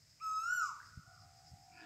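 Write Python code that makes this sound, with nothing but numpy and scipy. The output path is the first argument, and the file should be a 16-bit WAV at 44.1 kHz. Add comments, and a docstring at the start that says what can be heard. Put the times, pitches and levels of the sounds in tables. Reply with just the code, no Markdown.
"""A bird whistles in a bamboo grove

One whistle holds, rises and falls away, and stems and trees throw it back.
Farther off a low rolling trill begins, and a harsh, noisy rasp joins at the end.
Insects hiss all the time, and the hand-held microphone rumbles and gets a few soft bumps."""
import sys
import numpy as np
from scipy import signal
from scipy.fft import rfft, irfft
from scipy.io import wavfile

SR = 44100
rng = np.random.default_rng(int(sys.argv[2]) if len(sys.argv) > 2 else 0)


def store_wav(level_fs):
    """Save 16-bit WAV to argv[1]."""
    pcm = np.round(np.clip(np.atleast_2d(level_fs), -1, 1) * 32767)
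    wavfile.write(sys.argv[1], SR, pcm.T.astype(np.int16))


N = 81585
T = np.arange(N) / SR

# the tune of the whistle: t/s, f/Hz
WHISTLE_PITCH = [(.202, 1150), (.221, 1309.2), (.295, 1276.9), (.35, 1281.3), (.4, 1291.5), (.45, 1366.5),
                 (.52, 1468.6), (.555, 1477.7), (.588, 1426.7), (.64, 1242.6), (.68, 1118.3), (.725, 870)]
# how loud and how bright it is: t/s, level/dB, overtone boost/dB
WHISTLE_LEVEL = [(.2, -73, -23), (.214, -51, 2), (.243, -41.5, -3), (.33, -37, -6.5), (.42, -42, 0.5),
                 (.53, -35, -2), (.6, -37.5, -1.5), (.635, -36, -6), (.67, -45, -8), (.708, -54.5, -17),
                 (.728, -68.5, -16)]
# how well the throat lets overtones through: f/Hz, gain/dB
THROAT = [(2000, -9.5), (2500, -29.5), (2900, -26), (3400, -34), (4300, -37), (5100, -20.5), (6400, -22),
          (7400, -20), (7900, -29), (8800, -47), (10000, -51), (10700, -49), (11600, -43.5), (12300, -50),
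          (12800, -40.5), (13250, -31.5), (13700, -58)]

def whistle():
    """A nearly pure tone; the throat shapes its weak, unsteady overtones (multiples of the pitch)."""
    waver, flicker_db = 0.00087, 3.5
    hz = curve(WHISTLE_PITCH) * (1 + waver * wander(100))
    phase = phase_of(hz)
    overtones = 0
    for k in range(2, 11):
        strength = gain_at(k * hz, THROAT) * undb(flicker_db * wander(59.7))
        overtones += strength * np.sin(k * phase + 0.2 * wander(280))
    tone = np.sin(phase) + undb(curve(WHISTLE_LEVEL, column=2)) * overtones
    start, end = WHISTLE_LEVEL[0][0], WHISTLE_LEVEL[-1][0]
    # the octave above is strong for a moment as the note catches
    catch = undb(-64) * np.exp(-np.abs(T - start) / 0.045) * np.sin(2 * phase + wander(250))
    singing = (T > start) & (T < end)
    return np.sqrt(2) * singing * (undb(curve(WHISTLE_LEVEL)) * tone + catch)


# quick echoes from nearby stems: delay/s, level/dB
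STEM_ECHOES = [(.02945, -9.6), (.03301, -11.6), (.05051, -17), (.07079, -15.9), (.08432, -14.4),
               (.09458, -12.6), (.12578, -21)]
# blurred echoes: delay/s, swell/s, time to fade by 60 dB/s, level/dB, treble/dB
BLURRED_ECHOES = [(0.018, 0.0043, 0.32, -13, 13.5), (.11, 0.022, 0.5, -18, -1.5),
                  (.3, 0.047, 1.5, -27, -10), (0.499, 0.0035, 0.55, -29.5, -17)]

def grove(sound):
    """Sound bounces off close stems, lingers briefly, and comes back duller from distant trees."""
    heard = sound + sum(undb(db) * np.interp(T - delay, T, sound, left=0) for delay, db in STEM_ECHOES)
    hz = np.fft.rfftfreq(N, 1 / SR)
    for delay, swell, fade, db, treble_db in BLURRED_ECHOES:
        age = np.maximum(T - delay, 0)
        tail = rng.standard_normal(N) * (1 - np.exp(-age / swell)) * np.exp(-np.log(1000) * age / fade)
        colour = gain_at(hz, [(1600, 0.029), (5000, treble_db)])
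        tail = irfft(rfft(tail / np.linalg.norm(tail)) * colour, N)
        heard = heard + undb(db) * signal.fftconvolve(sound, tail)[:N]
    return heard


# faint squeaks after the whistle: t/s, f/Hz, level/dB
SQUEAKS = [(.801, 1492, -43.5), (.812, 1570, -49.5), (.828, 1910, -57)]

def squeaks():
    """Three tiny squeaks that ring in the grove."""
    return grove(sum(blip(start, hz, db, rise_s=0.002) for start, hz, db in SQUEAKS))


# the course of the trill: t/s, f/Hz, pulse rate/Hz, level/dB
TRILL = [(1.05, 652.7, 62, -82), (1.08, 721, 71, -61), (1.13, 717, 63.4, -60.5), (1.18, 735, 68, -70),
         (1.23, 734, 72, -61), (1.4, 742, 69.7, -61.5), (1.655, 756, 79, -59.5), (1.675, 748, 44.6, -56),
         (1.78, 732, 43.7, -57), (1.85, 714, 44, -54)]

def trill():
    """Fast pulses each ring one hollow note; their rate nearly halves as the trill grows louder."""
    jitter, scatter_db = 0.0247, 1.77
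    pulse_hz = curve(TRILL, column=2) * (1 + jitter * wander(30))
    cycle = phase_of(pulse_hz) / (2 * np.pi) % 1  # runs from 0 to 1 in each pulse
    new_pulse = np.diff(cycle, prepend=0) < 0
    age = T - np.maximum.accumulate(T * new_pulse)
    ring = np.sin(2 * np.pi * curve(TRILL) * age) * np.sin(np.pi * cycle) ** 1.58
    return undb(curve(TRILL, column=3) + scatter_db * wander(59)) * ring


# the ringing bands of the rasp: f/Hz, width/Hz, level/dB, loudest at t/s, swell/s
RASP_BANDS = [(308, 60, -64, 1.824, .08), (967, 140, -73.5, 1.82, 0.11), (1416, 110, -65, 1.815, .07),
              (1726, 150, -59.5, 1.81, 0.043), (2456, 440, -63.5, 1.791, 0.063),
              (3160, 2700, -68.5, 1.84, 0.044), (4870, 580, -65, 1.79, 0.048)]

def rasp():
    """Noise swells in several ringing bands; fast, uneven pulses make it harsh."""
    rate_hz, depth = 110, 0.38
    pulses = 1 + depth * np.cos(phase_of(rate_hz * (1 + 0.134 * wander(43))))
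    return pulses * sum(undb(db) * np.exp(-((T - peak) / swell) ** 2) * band(hz, width)
                        for hz, width, db, peak, swell in RASP_BANDS)


# the tone colour of the rumble: f/Hz, relative level/dB
RUMBLE_COLOUR = [(15, -64), (30, -20), (42, -19.5), (60, -4.5), (100, 2.5), (150, -2), (200, -14.5),
                 (300, -17.5), (500, -49)]
# how loud the rumble is: t/s, level/dB
RUMBLE_LEVEL = [(0, -73.5), (.6, -72), (.82, -70), (.87, -65), (1.15, -70), (1.25, -63), (1.35, -70.5),
                (1.58, -61), (1.66, -74.5), (1.73, -62), (1.85, -83)]
# bumps on the microphone: t/s, f/Hz, level/dB, rise/s
BUMPS = [(.973, 97, -39, 0.0034), (.988, 150, -49.5, 0.0051), (1.075, 106, -52.5, 0.0037),
         (1.214, 115, -59, 0.0052), (1.515, 93.06, -49, 0.0059), (1.532, 120, -45.5, 0.006)]

def handling():
    """The hand on the microphone makes a low rumble and soft bumps."""
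    rumble = undb(curve(RUMBLE_LEVEL)) * noise(lambda f: gain_at(f, RUMBLE_COLOUR))
    return rumble + sum(blip(*bump) for bump in BUMPS)


# moments when the insects swell: t/s, level/dB
INSECT_PULSES = [(.11, -69), (0.869, -64.5), (.96, -69), (1.15, -71), (1.218, -65.5), (1.39, -69),
                 (1.482, -64.5), (1.63, -72)]

def insects():
    """Insects make a high, narrow hiss that swells in short pulses."""
    steady_db, throb_db, pulse_s = -74.5, 0.2, 0.023
    steady_power = undb(steady_db - throb_db * wander(23.5)) ** 2
    pulse_power = sum(undb(db) ** 2 * np.exp(-((T - t) / pulse_s) ** 2) for t, db in INSECT_PULSES)
    return np.sqrt(steady_power + pulse_power) * band(5110, width_hz=750)


# the tone colour of the outdoor hiss: f/Hz, relative level/dB
AIR_COLOUR = [(100, 5), (300, -11), (500, -6.5), (1000, -9.5), (2000, -3.5), (3200, -11.5), (4200, -6),
              (5000, 1.5), (5800, -3), (6600, -1), (7900, -3), (9300, -15.5), (11000, -19), (13000, -14.5),
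              (15500, -21.5)]
# how loud the hiss is: t/s, level/dB
AIR_LEVEL = [(0, -70.5), (.2, -69.5), (.85, -66.5), (1.0, -69.5), (1.3, -69.5), (1.42, -68.5), (1.85, -70)]

def air():
    """Air and insects blend into a soft, wide hiss."""
    return undb(curve(AIR_LEVEL)) * noise(lambda f: gain_at(f, AIR_COLOUR))


def undb(db):
    """Turn decibels into a number to multiply by."""
    return 10 ** (np.asarray(db) / 20)


def curve(table, column=1):
    """One column of a table, joined by straight lines in time."""
    rows = np.array(table)
    return np.interp(T, rows[:, 0], rows[:, column])


def gain_at(hz, points):
    """Look up the gain at a frequency in rows of f/Hz, level/dB."""
    f, db = np.array(points).T
    return undb(np.interp(np.log(hz + 1), np.log(f), db))


def noise(colour):
    """Noise of typical size 1, its frequencies weighted by colour(f)."""
    shaped = irfft(rfft(rng.standard_normal(N)) * colour(np.fft.rfftfreq(N, 1 / SR)), N)
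    return shaped / shaped.std()


def band(hz, width_hz):
    """Noise that rings around one frequency."""
    return noise(lambda f: 1 / (1 + ((f - hz) / width_hz * 2) ** 2) ** 1.27)


def wander(rate_hz):
    """A smooth random drift of typical size 1."""
    return noise(lambda f: np.exp(-(f / rate_hz) ** 2))


def phase_of(hz):
    """The running angle of a wave whose frequency moves."""
    return 2 * np.pi * np.cumsum(hz) / SR


def blip(start, hz, db, rise_s):
    """A very short tone that swells smoothly and dies away."""
    age = np.maximum(T - start, 0)
    swell = (age / rise_s * np.exp(1 - age / rise_s)) ** 2
    return -undb(db) * swell * np.sin(2 * np.pi * hz * age)


def scene():
    """All the sounds meet at one microphone."""
    return (grove(whistle()) + squeaks() + trill() + rasp() + handling() + air() + insects())[None]


def record(dry):
    """The microphone loses the deepest bass and the recorder cuts the highest treble."""
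    low_hz, top_hz = 36.4, 15700
    thin = signal.sosfilt(signal.butter(2, low_hz, "high", fs=SR, output="sos"), dry)
    return signal.sosfilt(signal.ellip(10, .2, 70, top_hz, fs=SR, output="sos"), thin)


dry = scene()
out = record(dry)
store_wav(out)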